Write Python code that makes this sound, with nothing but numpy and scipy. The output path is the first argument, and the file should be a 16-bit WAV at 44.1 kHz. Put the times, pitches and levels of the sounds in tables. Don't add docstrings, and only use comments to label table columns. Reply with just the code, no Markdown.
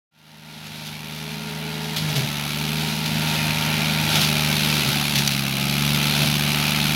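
import sys
import numpy as np
from scipy import signal
from scipy.fft import rfft, irfft, next_fast_len
from scipy.io import wavfile

SR = 44100
rng = np.random.default_rng(int(sys.argv[2]) if len(sys.argv) > 2 else 0)


def digitize_waveform(pressure):
    field = np.atleast_2d(pressure).T
    bounded = np.clip(field, -1, 1)
    quanta = np.round(bounded * 32767).astype(np.int16)
    wavfile.write(sys.argv[1], SR, quanta)


N = 306495
TIME = np.arange(N) / SR

# time_s, level_db
FAN_LEVEL = [(0, 9), (1.0, 3), (2.0, 5), (2.8, 0), (3.7, 6), (4.5, 1), (5.1, -6), (5.5, -9), (6.0, -5.5),
             (6.95, -3.5)]
# frequency_hz, density_db
FAN_AIR_SPECTRUM = [(250, -25), (480, -12), (580, 2.5), (720, -1.5), (860, 0), (1060, -6), (1400, -4.5),
                    (2000, 0), (3500, -30)]
WHINE_ORDERS = [9, 11, 12, 18, 36]
WHINE_LEVELS = [-53, -47, -43.5, -46.5, -48]

# middle_s, length_s, drag_firings_per_s, din_rise_db
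THICKET_PATCHES = [(0.11, .81, 1.09, 2.8), (0.86, .7, 1.76, 3.8), (2.26, .63, 6.01, 2.6),
                   (3.41, .85, 1.35, 2.8), (4.27, .2, 3.21, 4.8), (4.9, .41, 3.04, 3.3),
                   (5.34, .64, 6.8, 3.6), (5.64, 4.01, 4.29, 2.1), (6.35, .21, 2.53, 2.2)]
# frequency_hz, density_db
DIN_SPECTRUM = [(40, -41), (110, 1), (200, -1), (330, 3.5), (490, -7), (860, 1.5), (1070, -13), (1400, -2),
                (1850, -8.5), (2400, -1.5), (4000, 1), (6300, -13), (8200, -15.5), (11800, -13),
                (16000, -28)]
# frequency_hz, density_db
SHRED_SPECTRUM = [(500, -15.5), (2000, -0.5), (3700, 6.5), (6200, -0.5), (8200, -12), (11500, -5.5),
                  (16000, -14)]
# start_s, level_db, decay_s
STEM_SNAPS = [(0.665, -17.5, 0.0086), (0.85, -21, 0.065), (1.963, -15.5, 0.031), (2.158, -16.5, 0.047),
              (3.059, -17.5, 0.01), (4.156, -14.5, 0.01), (4.213, -20, 0.073), (5.155, -16, 0.013),
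              (5.183, -18, 0.022), (5.276, -10.5, 0.0035), (5.314, -22.5, 0.022), (5.851, -30, 0.013),
              (5.892, -30, 0.0026), (6.028, -24, .011)]
# middle_s, length_s, pitch_hz, level_db
LOW_BOOMS = [(0.682, 0.15, 107.7, -40), (2.085, 0.2, 152.2, -25), (2.18, .1, 140.4, -18),
             (2.24, .06, 136.5, -24), (4.2, .12, 139.4, -33), (4.86, 0.16, 137.2, -28.5),
             (5.16, .22, 138.8, -37), (6.24, 0.17, 138.6, -31.5)]
# pitch_multiple, level_db
HOOD_MODES = [(0.998, 2.5), (1.899, -13), (2.95, -13), (4.699, -18)]
# row_multiple, free_db, full_hood_gain_db, sag_loss_db (per firing/s of sag)
FLAIL_TONES = [(1, -48.5, 16.5, 3.6), (2, -29, -1, 1), (4, -37.5, -5.5, 0.34)]
# time_s, gain_db
HOLLOW_HUM_GAIN = [(0.6, -3), (1.15, 4.5), (1.9, 3.5), (3, -4), (4.3, 0), (6.95, -4.5)]

# time_s, level_db
COVER_RING_LEVEL = [(0, -18), (1.7, -1.5), (2.4, -20), (3.5, 1.5), (4.5, -6), (5.3, -22), (5.9, -12),
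                    (6.95, -7)]
# frequency_hz, density_db
RASP_SPECTRUM = [(300, -29), (800, -7.5), (1100, -7.5), (1400, -5), (1850, -9.5), (2350, 0.5), (3100, -2),
                 (4000, -1), (5000, -8), (6200, -8.5), (7200, -18), (8800, -18), (11000, -9),
                 (16000, -18.5)]
CYLINDER_LEVELS = [1.0, -0.72, .2]
# firing_multiple, level_db, sag_gain_db (per firing/s of sag)
EXHAUST_TONES = [(1, -13.5, -0.54), (2, 1.5, -0.56), (3, -6.5, 0.01), (4, -18.5, 0.3), (5, -23.5, 0)]

FREE_FIRINGS_PER_S, FLYWHEEL_S, START_PHASE = 78.005, .18, .476
GOVERNOR_SPAN, GOVERNOR_S = 1.98, 0.0085
BELT_RATIO, BELT_SLIP = 1.362, .62
HOOD_FULL_DRAG = 0.9
CUT_LEAD_S, CUT_SHARE = 0.1, 0.98
DRONE_DB, DRONE_THROTTLE_DB = -26, 0.5
RASP_DB, RASP_THROTTLE_DB = -30.5, 7.5
RASP_SAG_DB, DIN_SAG_DB = 0.58, 0.95
FADE_FROM_S, FADE_LENGTH_S, CUTOFF_HZ = 0.11, 4.46, 15800


def from_db(db):
    return 10 ** (np.asarray(db) / 20)


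def rms_one(x):
    return x / np.sqrt(np.mean(x ** 2) + 1e-20)


def in_time(curve):
    return np.interp(TIME, *np.transpose(curve))


def gain_at(spectrum, hz):
    points_hz, points_db = np.transpose(spectrum)
    return from_db(np.interp(np.log(hz + 1e-9), np.log(points_hz), points_db))


def colour(x, spectrum):
    size = next_fast_len(N + 4096)
    gain = gain_at(spectrum, np.fft.rfftfreq(size, 1 / SR))
    return rms_one(irfft(rfft(x, size) * gain, size)[:N])


def drift(rate_hz, step=40, settle=2000):
    pole = np.exp(-2 * np.pi * step * rate_hz / SR)
    noise = rng.standard_normal(N // step + settle + 2)
    slow = signal.lfilter([1], [1, -2 * pole, pole * pole], noise)[settle:]
    return np.interp(np.arange(N) / step, np.arange(len(slow)), rms_one(slow))


def resonate(x, hz, width_hz):
    radius = np.exp(-np.pi * width_hz / SR)
    feedback = [1, -2 * radius * np.cos(2 * np.pi * hz / SR), radius ** 2]
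    return signal.lfilter(np.array([1, 0, -1]) * (1 - radius ** 2) / 2, feedback, x)


def per_firing(firings):
    return rng.standard_normal(int(firings[-1]) + 2)


def arch(middle_s, length_s):
    return np.cos(np.pi * np.clip((TIME - middle_s) / length_s, -.5, .5))


def lagging(x, lag_s):
    pole = np.exp(-1 / (lag_s * SR))
    return signal.lfilter([1 - pole], [1, -pole], x)


def hillside(x, scatter_db=-12, decay_s=0.007, path_wander_s=.0004):
    t = TIME[:SR // 10]
    tail = rng.standard_normal(len(t)) * np.exp(-t / decay_s)
    scatter = signal.fftconvolve(x, tail / np.sqrt(np.sum(tail ** 2)))[:N]
    delay_s = path_wander_s * np.abs(3 + drift(1))
    return x + from_db(scatter_db) * np.interp(TIME - delay_s, TIME, scatter)


def fan(firings, air_db=-36.5, waver_db=2.1, whine_db=1.5, whine_follows=0.73):
    level_db, whine = in_time(FAN_LEVEL), 0
    for order, db in zip(WHINE_ORDERS, WHINE_LEVELS):
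        phase = 2 * np.pi * order * firings + drift(15) / 3
        whine += from_db(db + waver_db * drift(5.0)) * np.sin(phase)
    air = from_db(air_db + level_db) * colour(rng.standard_normal(N), FAN_AIR_SPECTRUM)
    return from_db(whine_db + whine_follows * level_db) * np.sqrt(2) * whine + air


def cutting_level(sag, waver_db=0.96):
    din_db = sum(db * arch(s - CUT_LEAD_S, CUT_SHARE * length) for s, length, _, db in THICKET_PATCHES)
    din_db -= DIN_SAG_DB * sag
    return din_db - din_db.mean() + waver_db * drift(3.7)


def air_rush(din_db, level_db=-28.5, flicker_db=0.69):
    gain = from_db(level_db + din_db + flicker_db * drift(23))
    return gain * colour(rng.standard_normal(N), DIN_SPECTRUM)


def twigs(din_db, per_s=70, level_db=-39, spread_db=5.0, decay_s=0.00046):
    hits = (rng.random(N) < per_s / SR) * from_db(spread_db * np.minimum(rng.exponential(1, N), 2))
    ticks = signal.lfilter([1], [1, -np.exp(-1 / (decay_s * SR))], hits + 1e-18)
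    return from_db(level_db + .5 * din_db) * colour(ticks * rng.standard_normal(N), SHRED_SPECTRUM)


def shredding(din_db, per_s=1500, level_db=-34, spread_db=1.0, clump_db=3):
    rate = per_s * from_db(din_db + clump_db * drift(30))
    sizes = from_db(spread_db * np.minimum(rng.exponential(1, N), 4)) * rng.choice([-1, 1], N)
    cracks = sizes * (rng.random(N) < rate / SR)
    return from_db(level_db + 0.77 * din_db) * colour(cracks, SHRED_SPECTRUM)


def snaps(splinter_db=4):
    bursts = sum(from_db(db) * (TIME >= start_s) * np.exp(-np.abs(TIME - start_s) / decay_s)
                 for start_s, db, decay_s in STEM_SNAPS)
    splinters = rng.standard_normal(N) * from_db(splinter_db * drift(610))
    return bursts * colour(splinters, SHRED_SPECTRUM)


def hood(glide_hz=28, stagger=0.36, rumble_db=-12):
    out = np.zeros(N)
    rumble = colour(rng.standard_normal(N), [(50, -34), (150, 1), (700, 13), (2000, -45)])
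    for middle_s, length_s, pitch_hz, db in LOW_BOOMS:
        during = np.abs(TIME - middle_s) < length_s / 2
        progress = (TIME[during] - middle_s) / length_s
        phase = 2 * np.pi * np.cumsum(pitch_hz - glide_hz * progress) / SR
        phase += stagger * np.cumsum(rng.standard_normal(during.sum())) * np.sqrt(20 / SR)
        boom = sum(from_db(mode_db) * np.sin(multiple * phase) for multiple, mode_db in HOOD_MODES)
        swell = from_db(db) * np.cos(np.pi * progress)
        out[during] += swell * (np.sqrt(2) * boom + from_db(rumble_db) * rumble[during])
    return out


def rotor(speed, drag, sag, waver_db=2.0, jitter_rad=0.41):
    row_phase = 2 * np.pi * np.cumsum(BELT_RATIO * speed - BELT_SLIP * drag) / SR
    fullness, hum = np.tanh(drag / HOOD_FULL_DRAG), 0
    extras_db = (0, 0, in_time(HOLLOW_HUM_GAIN))
    for (multiple, free_db, full_db, sag_db), extra_db in zip(FLAIL_TONES, extras_db):
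        level_db = free_db + extra_db + full_db * fullness - sag_db * sag + waver_db * drift(6.9)
        hum += from_db(level_db) * np.sin(multiple * row_phase + jitter_rad * drift(19))
    return np.sqrt(2) * hum


def labour():
    drag = sum(pull * arch(s, length) for s, length, pull, _ in THICKET_PATCHES)
    sag = lagging(drag, FLYWHEEL_S)
    throttle = lagging(np.tanh(sag / GOVERNOR_SPAN), GOVERNOR_S)
    return drag, sag, throttle


def cover_ring(x, ring_hz=2400, width_hz=420, waver_db=1.0):
    ring_db = in_time(COVER_RING_LEVEL) + waver_db * drift(6.2)
    return x + from_db(ring_db) * resonate(x, ring_hz, width_hz)


def clatter(firings, level_db=-38.5, waver_db=3.9, lowest_hz=450, size=8192, count=130):
    gain = from_db(level_db + waver_db * drift(4.0))
    cycles = firings / len(CYLINDER_LEVELS)
    hz = np.arange(count) * cycles[-1] / TIME[-1]
    lines = gain_at(DIN_SPECTRUM, hz) * (hz > lowest_hz) * np.exp(2j * np.pi * rng.random(count))
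    rattle = irfft(lines, size)
    return gain * rms_one(np.interp(cycles % 1 * size, np.arange(size), rattle))


def lope(firings, level_db=-42, waver_db=2):
    cycle_phase = 2 * np.pi * firings / len(CYLINDER_LEVELS)
    tones = .5 * np.sin(10 * cycle_phase) + np.sin(11 * cycle_phase)
    return from_db(level_db + waver_db * drift(8.4)) * tones


def rasp(firings, peak_share=0.2, sharpness=1.72):
    age = firings % 1 / peak_share
    jet = (age * np.exp(1 - age)) ** sharpness
    cylinder = firings.astype(int) % len(CYLINDER_LEVELS)
    return colour(rng.standard_normal(N) * jet * from_db(CYLINDER_LEVELS)[cylinder], RASP_SPECTRUM)


def exhaust(firings, sag, load_db, muffler_hz=168, width_hz=75, uneven_db=.5, brightening=0.49):
    firing_hz, drone = np.gradient(firings) * SR, 0
    for order, db, sag_db in EXHAUST_TONES:
        hz = order * firing_hz
        lag = np.arctan2(hz * width_hz, muffler_hz ** 2 - hz ** 2)
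        level_db = db + sag_db * sag + brightening * abs(np.log2(order / 2)) * load_db
        drone += from_db(level_db) * np.cos(2 * np.pi * order * firings - lag)
    strength_db = uneven_db * per_firing(firings)
    return np.sqrt(2) * drone * from_db(np.interp(firings, np.arange(len(strength_db)), strength_db))


def scene():
    drag, sag, throttle = labour()
    speed = FREE_FIRINGS_PER_S - sag
    firings = np.cumsum(speed) / SR + START_PHASE
    rasp_db = RASP_DB + RASP_THROTTLE_DB * throttle - RASP_SAG_DB * sag + 0.2 * drift(7.5)
    din_db = cutting_level(sag)
    drone_db = DRONE_DB + DRONE_THROTTLE_DB * throttle + 0.96 * drift(3.5)
    drone = from_db(drone_db) * exhaust(firings, sag, load_db=rasp_db - rasp_db.mean()) + lope(firings)
    engine = cover_ring(from_db(rasp_db) * rasp(firings) + clatter(firings))
    cutting = air_rush(din_db) + shredding(din_db) + twigs(din_db) + snaps()
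    direct = fan(firings) + hood() + rotor(speed, drag, sag) + drone
    return (direct + hillside(engine + cutting))[None]


def record(dry):
    fade = np.clip((TIME - FADE_FROM_S) / FADE_LENGTH_S, 0, 1)
    top_cut = signal.ellip(12, .1, 90, CUTOFF_HZ, fs=SR, output="sos")
    return signal.sosfilt(top_cut, dry * fade)


dry = scene()
out = record(dry)
digitize_waveform(out)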